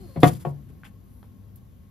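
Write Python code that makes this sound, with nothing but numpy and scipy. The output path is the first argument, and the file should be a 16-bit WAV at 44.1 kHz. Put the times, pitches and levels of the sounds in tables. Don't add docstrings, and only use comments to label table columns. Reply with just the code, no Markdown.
import sys
import numpy as np
from scipy import signal
from scipy.fft import rfft, irfft
from scipy.io import wavfile
from scipy.ndimage import uniform_filter1d

SR = 44100
rng = np.random.default_rng(int(sys.argv[2]) if len(sys.argv) > 2 else 0)


def convert_level_to_amplitude(level_db):
    exponent = np.asarray(level_db, float) / 20
    return 10 ** exponent


def dump_mix(stems):
    frames = np.atleast_2d(stems).T
    limited = np.clip(frames, -1, 1)
    pcm = np.round(limited * 32767).astype(np.int16)
    wavfile.write(sys.argv[1], SR, pcm)


N = 83790

# pitch_hz, level_db
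RUMBLE_TONE = [(22, -27), (55, 0), (100, -3), (240, -13), (350, -22), (800, -33), (1500, -40.5),
               (2200, -44.5), (14000, -110)]
HISS_TONE = [(1500, -3.5), (3000, -0.5), (5000, -4.5), (7000, -3.5), (9000, -3), (12000, 1.5), (13900, 0),
             (14600, -70)]
RUMBLE_DB, HISS_DB, PATCH_DB = -50.5, -72.5, -1
SETTLE_DB, SETTLE_S = 6, 1
# pitch_hz, level_db, width_hz
FAN = [(100.3, -57.5, 2), (194.5, -61.5, 4.9), (244.5, -67.5, 2.7), (509, -80, 6.3), (1085, -77, 22)]
# pitch_hz, level_db
FAN_TONE = [(30, 0), (2000, 0), (6000, -40)]

# start_s, length_s, level_db, first_hz, last_hz
CREAKS = [
    (0, 0.066, -46.5, 395, 325),
    (.078, .065, -54.5, 545, 505),
]
CREAK_FALL_DB, CREAK_JITTER = -13, 0.4
# pitch_hz, level_db, width_hz
RING = [(4280, -68.5, 60), (4700, -78, 250), (10700, -72, 200)]
RING_END_S = 0.21

# start_s, length_s, level_db, body_db
SCUFFS = [(0, .19, -65, 6), (0.2, .035, -48, 0), (0.23, 0.044, -37.5, 1), (0.272, 0.021, -37, 9),
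          (0.306, .035, -51, 4), (0.351, .02, -55.5, 5), (0.295, 0.14, -62, 6), (0.396, 0.03, -59.5, 6),
          (.33, .008, -54, -5), (0.447, .065, -62, -24), (0.685, .022, -69.5, 11),
          (0.841, 0.026, -59, 20.5), (.87, .022, -68, 12), (1.554, .03, -67, -4), (1.232, 0.025, -75, 13)]
# pitch_hz, level_db
SCUFF_TOP = [(2500, -30), (3600, -11.5), (5000, -5), (6000, -11), (7000, -1), (9000, 1.5), (14200, -8),
             (15400, -26)]
SCUFF_BODY = [(500, -17.5), (900, 1.5), (2000, -1.5), (3550, -6.5), (4000, -24.5), (6000, -39)]
SCUFF_EDGE_S, GRAINS_PER_S, GRAIN_DB = 0.004, 7500, -0.5

# pitch_hz, t60_s
ROOM_T60 = [(100, 0.2), (500, 0.17), (2000, 0.12), (6000, 0.067)]
ROOM_DB = -12

# start_s, level_db, t60_s, treble_db, boom_db
CLATTER = [
    (.158, -38, 0.18, -2, -31),
    (.2305, -11, .08, 2, -22),
    (.24, -25, .17, 4, -30),
    (.4495, -28, 0.09, -8, -36),
    (.46, -43, .3, -9, -42),
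    (0.696, -63, .12, 0, -44.5),
]
# pitch_hz, level_db
CLATTER_TONE = [(80, -14), (200, 0), (700, 5), (1500, -12), (3000, -19), (5000, -32.5), (8000, -38.5),
                (16000, -50.5)]
BOOM_TONE = [(70, -8), (145, -1), (230, -10.5)]
BOOM_RISE_S, BOOM_T60_S = 0.0062, 0.47

# pitch_hz, level_db, t60_s
TOUCH_MODES = [(93, -37.5, 0.17), (150.6, -21.5, .15), (232.2, -32.5, 0.1), (370, -22, 0.064),
               (538, -30, 0.11), (709.6, -30, .1), (1014, -44.5, .1), (1160, -44, .06),
               (1980, -42.5, 0.037), (2200, -54, .08), (3400, -57, .05)]
STRIKE_MODES = [(136.6, -2.5, .13), (148.3, -17, 0.3), (297, 3.5, 0.04), (509, -3.5, 0.055), (215, -16, .1),
                (720, -9.5, .1), (937, -25, 0.12), (1134, -17, .085), (1240, -14, .055), (1456, -23.5, .1),
                (1880, -16.5, .06), (2090, -16.5, 0.05), (3450, -18.5, 0.022), (1663, -27, .08)]
REBOUND_MODES = [(144, -23.5, 0.26), (361, -25, 0.09), (525, -24, 0.083), (705, -22, 0.06),
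                 (820, -22, 0.025), (955, -42, 0.18), (1104, -31, 0.05), (1382, -41.5, 0.042),
                 (1850, -49.5, 0.089), (2696, -50, 0.035), (3060, -55.5, 0.042), (620, -27, .03),
                 (1600, -40, .03)]
# start_s, level_db, low_modes_db
TOUCHES = [
    (0.1605, -5, -6),
    (0.1712, -7, 12),
]
STRIKES = [
    (0.2275, -30, 0),
    (0.231, 1.5, 1.5),
    (.2415, -13.5, -17),
    (0.287, -30, 14),
]
REBOUNDS = [
    (0.4501, 0, -9),
    (0.465, -9, 14),
    (.497, -30, 23),
]
RISE_CYCLES = (0.5, 0.61, 1.1)
LOW_HZ = 250
SPREAD_RAD, SPREAD_HZ = 0.55, 1200

# start_s, level_db, pitch_hz, t60_s, spread_octaves
TICKS = [(.2805, -36, 4000, 0.014, 0.81), (.351, -57, 3600, .014, .15), (.3508, -58, 5600, .004, .5),
         (.2265, -34, 520, .02, .4), (.8345, -48, 1400, 0.02, 0.15), (0.8346, -59, 2800, 0.014, 0.25),
         (1.2292, -54.5, 1400, 0.011, 0.2), (1.2292, -60, 2900, 0.009, 0.45),
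         (1.2295, -55, 600, 0.012, 0.6), (1.2415, -60, 950, 0.012, 0.3),
         (1.5581, -49.5, 11490, 0.00557, .4), (1.5608, -51.5, 11700, .012, 0.22),
         (1.5582, -66.5, 4970, 0.0043, 0.99), (0.699, -54.5, 395, 0.089, 0.12)]

# middle_s, width_s, level_db
SLIDE = (1.18, 0.11, -68.5)
# pitch_hz, level_db
SLIDE_TONE = [(8500, -11), (10500, -3), (13500, -6), (14500, -60)]

# pitch_hz, likeness_0_to_1
FAR_SAME = [(60, .76), (250, 0.69), (640, .1), (3000, .2), (5500, .6), (7500, 0.985)]
NEAR_SAME = [(60, 0.7), (300, 0.65), (1500, 0.23), (3500, .6), (5500, 0.79), (7500, 0.99)]
# pitch_hz, lead_rad
PORT_RAD = [(0, 0), (4000, 0), (6000, -1.2), (8450, -3.05), (9150, -3.25), (10000, -4.7), (12300, -5.3),
            (13200, -2 * np.pi), (22050, -2 * np.pi)]
# pitch_hz, level_db
LEFT_DB = [(60, 1.5), (200, 4.5), (500, 1.5), (2400, 5), (4400, 6), (7500, 0.5)]
BASS_CUT_HZ, EVEN_HZ, EDGE_HZ = 28, 8000, 15650


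def read(points, hz):
    f, value = np.transpose(points)
    return np.interp(np.log(hz + 1), np.log(f + 1), value)


def evened(x):
    return x / np.sqrt(np.mean(x ** 2) + 1e-20)


def colour(x, tone):
    hz = np.fft.rfftfreq(N, 1 / SR)
    above = np.maximum(np.log2((hz + 1) / tone[-1][0]), 0)
    below = np.maximum(np.log2(tone[0][0] / (hz + 1)), 0)
    return irfft(rfft(x) * convert_level_to_amplitude(read(tone, hz) - 20 * (above + below)), N)


def pair(a, b, same):
    c = np.clip(read(same, np.fft.rfftfreq(N, 1 / SR)), 0, 1)
    right = irfft(c * rfft(a) + np.sqrt(1 - c ** 2) * rfft(b), N)
    return np.array([a, right])


def gate(start, length, edge):
    t = np.arange(N) / SR - start
    return np.clip(t / edge, 0, 1) * np.exp(-np.maximum(t - length, 0) / edge)


def fuzzy(lines):
    out, t = np.zeros((2, N)), np.arange(N) / SR
    for hz, db, width in lines:
        pole = np.exp(-np.pi * width / SR)
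        drive = rng.standard_normal((2, N)) + 1j * rng.standard_normal((2, N))
        wander = signal.lfilter([1], [1, -pole], drive)
        out += convert_level_to_amplitude(db) * evened((wander * np.exp(2j * np.pi * hz * t)).real)
    return out


def floor():
    rumble = convert_level_to_amplitude(RUMBLE_DB) * evened(colour(rng.standard_normal((2, N)), RUMBLE_TONE))
    hiss = convert_level_to_amplitude(HISS_DB) * evened(colour(rng.standard_normal((2, N)), HISS_TONE))
    z = signal.stft(rumble + hiss, nperseg=1024)[2]
    patches = rng.standard_normal(z.shape[1:])
    patches = uniform_filter1d(patches, size=12, axis=0)
    patches = evened(uniform_filter1d(patches, size=8, axis=1))
    drifting = signal.istft(z * convert_level_to_amplitude(PATCH_DB * patches), nperseg=1024)[1][:, :N]
    x = drifting + colour(fuzzy(FAN), FAN_TONE)
    settling = convert_level_to_amplitude(SETTLE_DB * np.exp(-np.arange(N) / SR / SETTLE_S))
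    return settling * pair(*x, FAR_SAME)


def creaks():
    t, out = np.arange(N) / SR, np.zeros(N)
    for s, length, db, first_hz, last_hz in CREAKS:
        u = np.clip((t - s) / length, 0, 1.3)
        jitter = 1 + CREAK_JITTER * uniform_filter1d(rng.standard_normal(N), size=300)
        turns = np.cumsum((first_hz + (last_hz - first_hz) * u ** 2) * jitter) / SR
        squeak = sum(convert_level_to_amplitude(db + CREAK_FALL_DB * k) * np.sin(2 * np.pi * (k + 1) * turns) for k in range(3))
        out += gate(s - 0.005, length, 0.019) * squeak
    ring = gate(-0.08, RING_END_S + 0.11, 0.01) * pair(*fuzzy(RING), NEAR_SAME)
    return out + ring


def scuffs():
    slips = rng.random(N) < GRAINS_PER_S / SR
    sizes = convert_level_to_amplitude(GRAIN_DB * np.minimum(rng.exponential(1, N), 4))
    grains = rng.standard_normal((2, N)) * (0.3 + slips * sizes)
    top = pair(*evened(colour(grains, SCUFF_TOP)), NEAR_SAME)
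    body = pair(*evened(colour(grains, SCUFF_BODY)), NEAR_SAME)
    out = np.zeros((2, N))
    for s, length, db, body_db in SCUFFS:
        env = gate(s - 1e-4, length, SCUFF_EDGE_S + 0.027 * length)
        out += convert_level_to_amplitude(db) * env * (top + convert_level_to_amplitude(body_db - 13.5) * body)
    return out


def room(x):
    taps = np.zeros((2, SR // 2))
    at = np.arange(300, SR // 2 - 20, 20)
    places = at + rng.integers(0, 20, (2, len(at)))
    np.put_along_axis(taps, places, rng.choice([-1., 1.], (2, len(at))), 1)
    hz, t, z = signal.stft(taps, SR, nperseg=256)
    decay = convert_level_to_amplitude(-60 * t / read(ROOM_T60, hz)[:, None])
    tail = signal.istft(z * decay, SR, nperseg=256)[1]
    tail = tail / np.linalg.norm(tail[0])
    echo = signal.fftconvolve(x.mean(0)[None], tail, axes=1)[:, :N]
    return pair(*echo, FAR_SAME)


def clatter():
    t, out = np.arange(N) / SR, np.zeros((2, N))
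    noise = evened(colour(rng.standard_normal((2, N)), CLATTER_TONE))
    boom = evened(colour(rng.standard_normal((2, N)), BOOM_TONE))
    for s, db, t60, treble_db, boom_db in CLATTER:
        u = np.maximum(t - s, 0)
        tilted = colour(noise, [(0, 0), (800, 0), (4000, treble_db), (SR, 3 * treble_db)])
        rattle_env = convert_level_to_amplitude(db - 60 * u / t60) * np.minimum(u / 0.0015, 1)
        boom_env = convert_level_to_amplitude(boom_db - 60 * u / BOOM_T60_S) * np.minimum(u / BOOM_RISE_S, 1) ** 2
        out += rattle_env * pair(*tilted, NEAR_SAME) + boom_env * pair(*boom, NEAR_SAME)
    return out


def pane(modes, contacts, cycles):
    out, t = np.zeros((2, N)), np.arange(SR // 2) / SR
    hz, db, t60 = np.transpose(modes)[:, :, None]
    for s, hit_db, low_db in contacts:
        turn = rng.standard_normal((len(modes), 2))
        phase = 2 * np.pi * hz * t + 2 * turn[:, :1]
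        spread = SPREAD_RAD * np.tanh(hz / SPREAD_HZ) * turn[:, 1:]
        rise = (1 - np.exp(-t * hz / cycles)) ** 2
        env = convert_level_to_amplitude(hit_db + db + low_db * (hz < LOW_HZ) - 60 * t / t60) * rise
        at = round(s * SR)
        for k in range(2):
            out[k, at:at + len(t)] += (env * np.sin(phase + k * spread)).sum(0)
    return out


def ticks():
    t, out = np.arange(4000) / SR, np.zeros(N)
    for s, db, hz, t60, spread in TICKS:
        places = np.linspace(-1, 1, 10)[:, None] + rng.uniform(-0.11, 0.23, (10, 1))
        phase = 2 * np.pi * rng.random(places.shape)
        rings = np.sin(2 * np.pi * hz * 2 ** (spread * places) * t + phase).sum(0)
        out[round(s * SR):][:len(t)] += convert_level_to_amplitude(db - 60 * t / t60) * np.minimum(t / 0.00034, 1) * rings
    return out


def slide():
    s, width, db = SLIDE
    swell = np.exp(-((np.arange(N) / SR - s) / width) ** 2)
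    return convert_level_to_amplitude(db) * swell * evened(colour(rng.standard_normal(N), SLIDE_TONE))


def scene():
    knocks = (pane(TOUCH_MODES, TOUCHES, RISE_CYCLES[0])
              + pane(STRIKE_MODES, STRIKES, RISE_CYCLES[1])
              + pane(REBOUND_MODES, REBOUNDS, RISE_CYCLES[2]))
    near = creaks() + scuffs() + clatter() + knocks + ticks() + slide()
    return floor() + near + convert_level_to_amplitude(ROOM_DB) * room(near)


def top_cut(x):
    return signal.sosfilt(signal.butter(12, 15660, fs=SR, output="sos"), x)


def record(dry):
    hz = np.fft.rfftfreq(N, 1 / SR)
    lead = np.interp(hz, *np.transpose(PORT_RAD))
    half = convert_level_to_amplitude(read(LEFT_DB, hz) * (hz < EVEN_HZ) / 2) * np.exp(0.5j * lead)
    band = (hz < EDGE_HZ) / (1 + (BASS_CUT_HZ / (hz + 1)) ** 4)
    mix = irfft(rfft(dry) * [half, 1 / half] * band, N)
    return top_cut(np.clip(mix, -1, 1))


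dry = scene()
out = record(dry)
dump_mix(out)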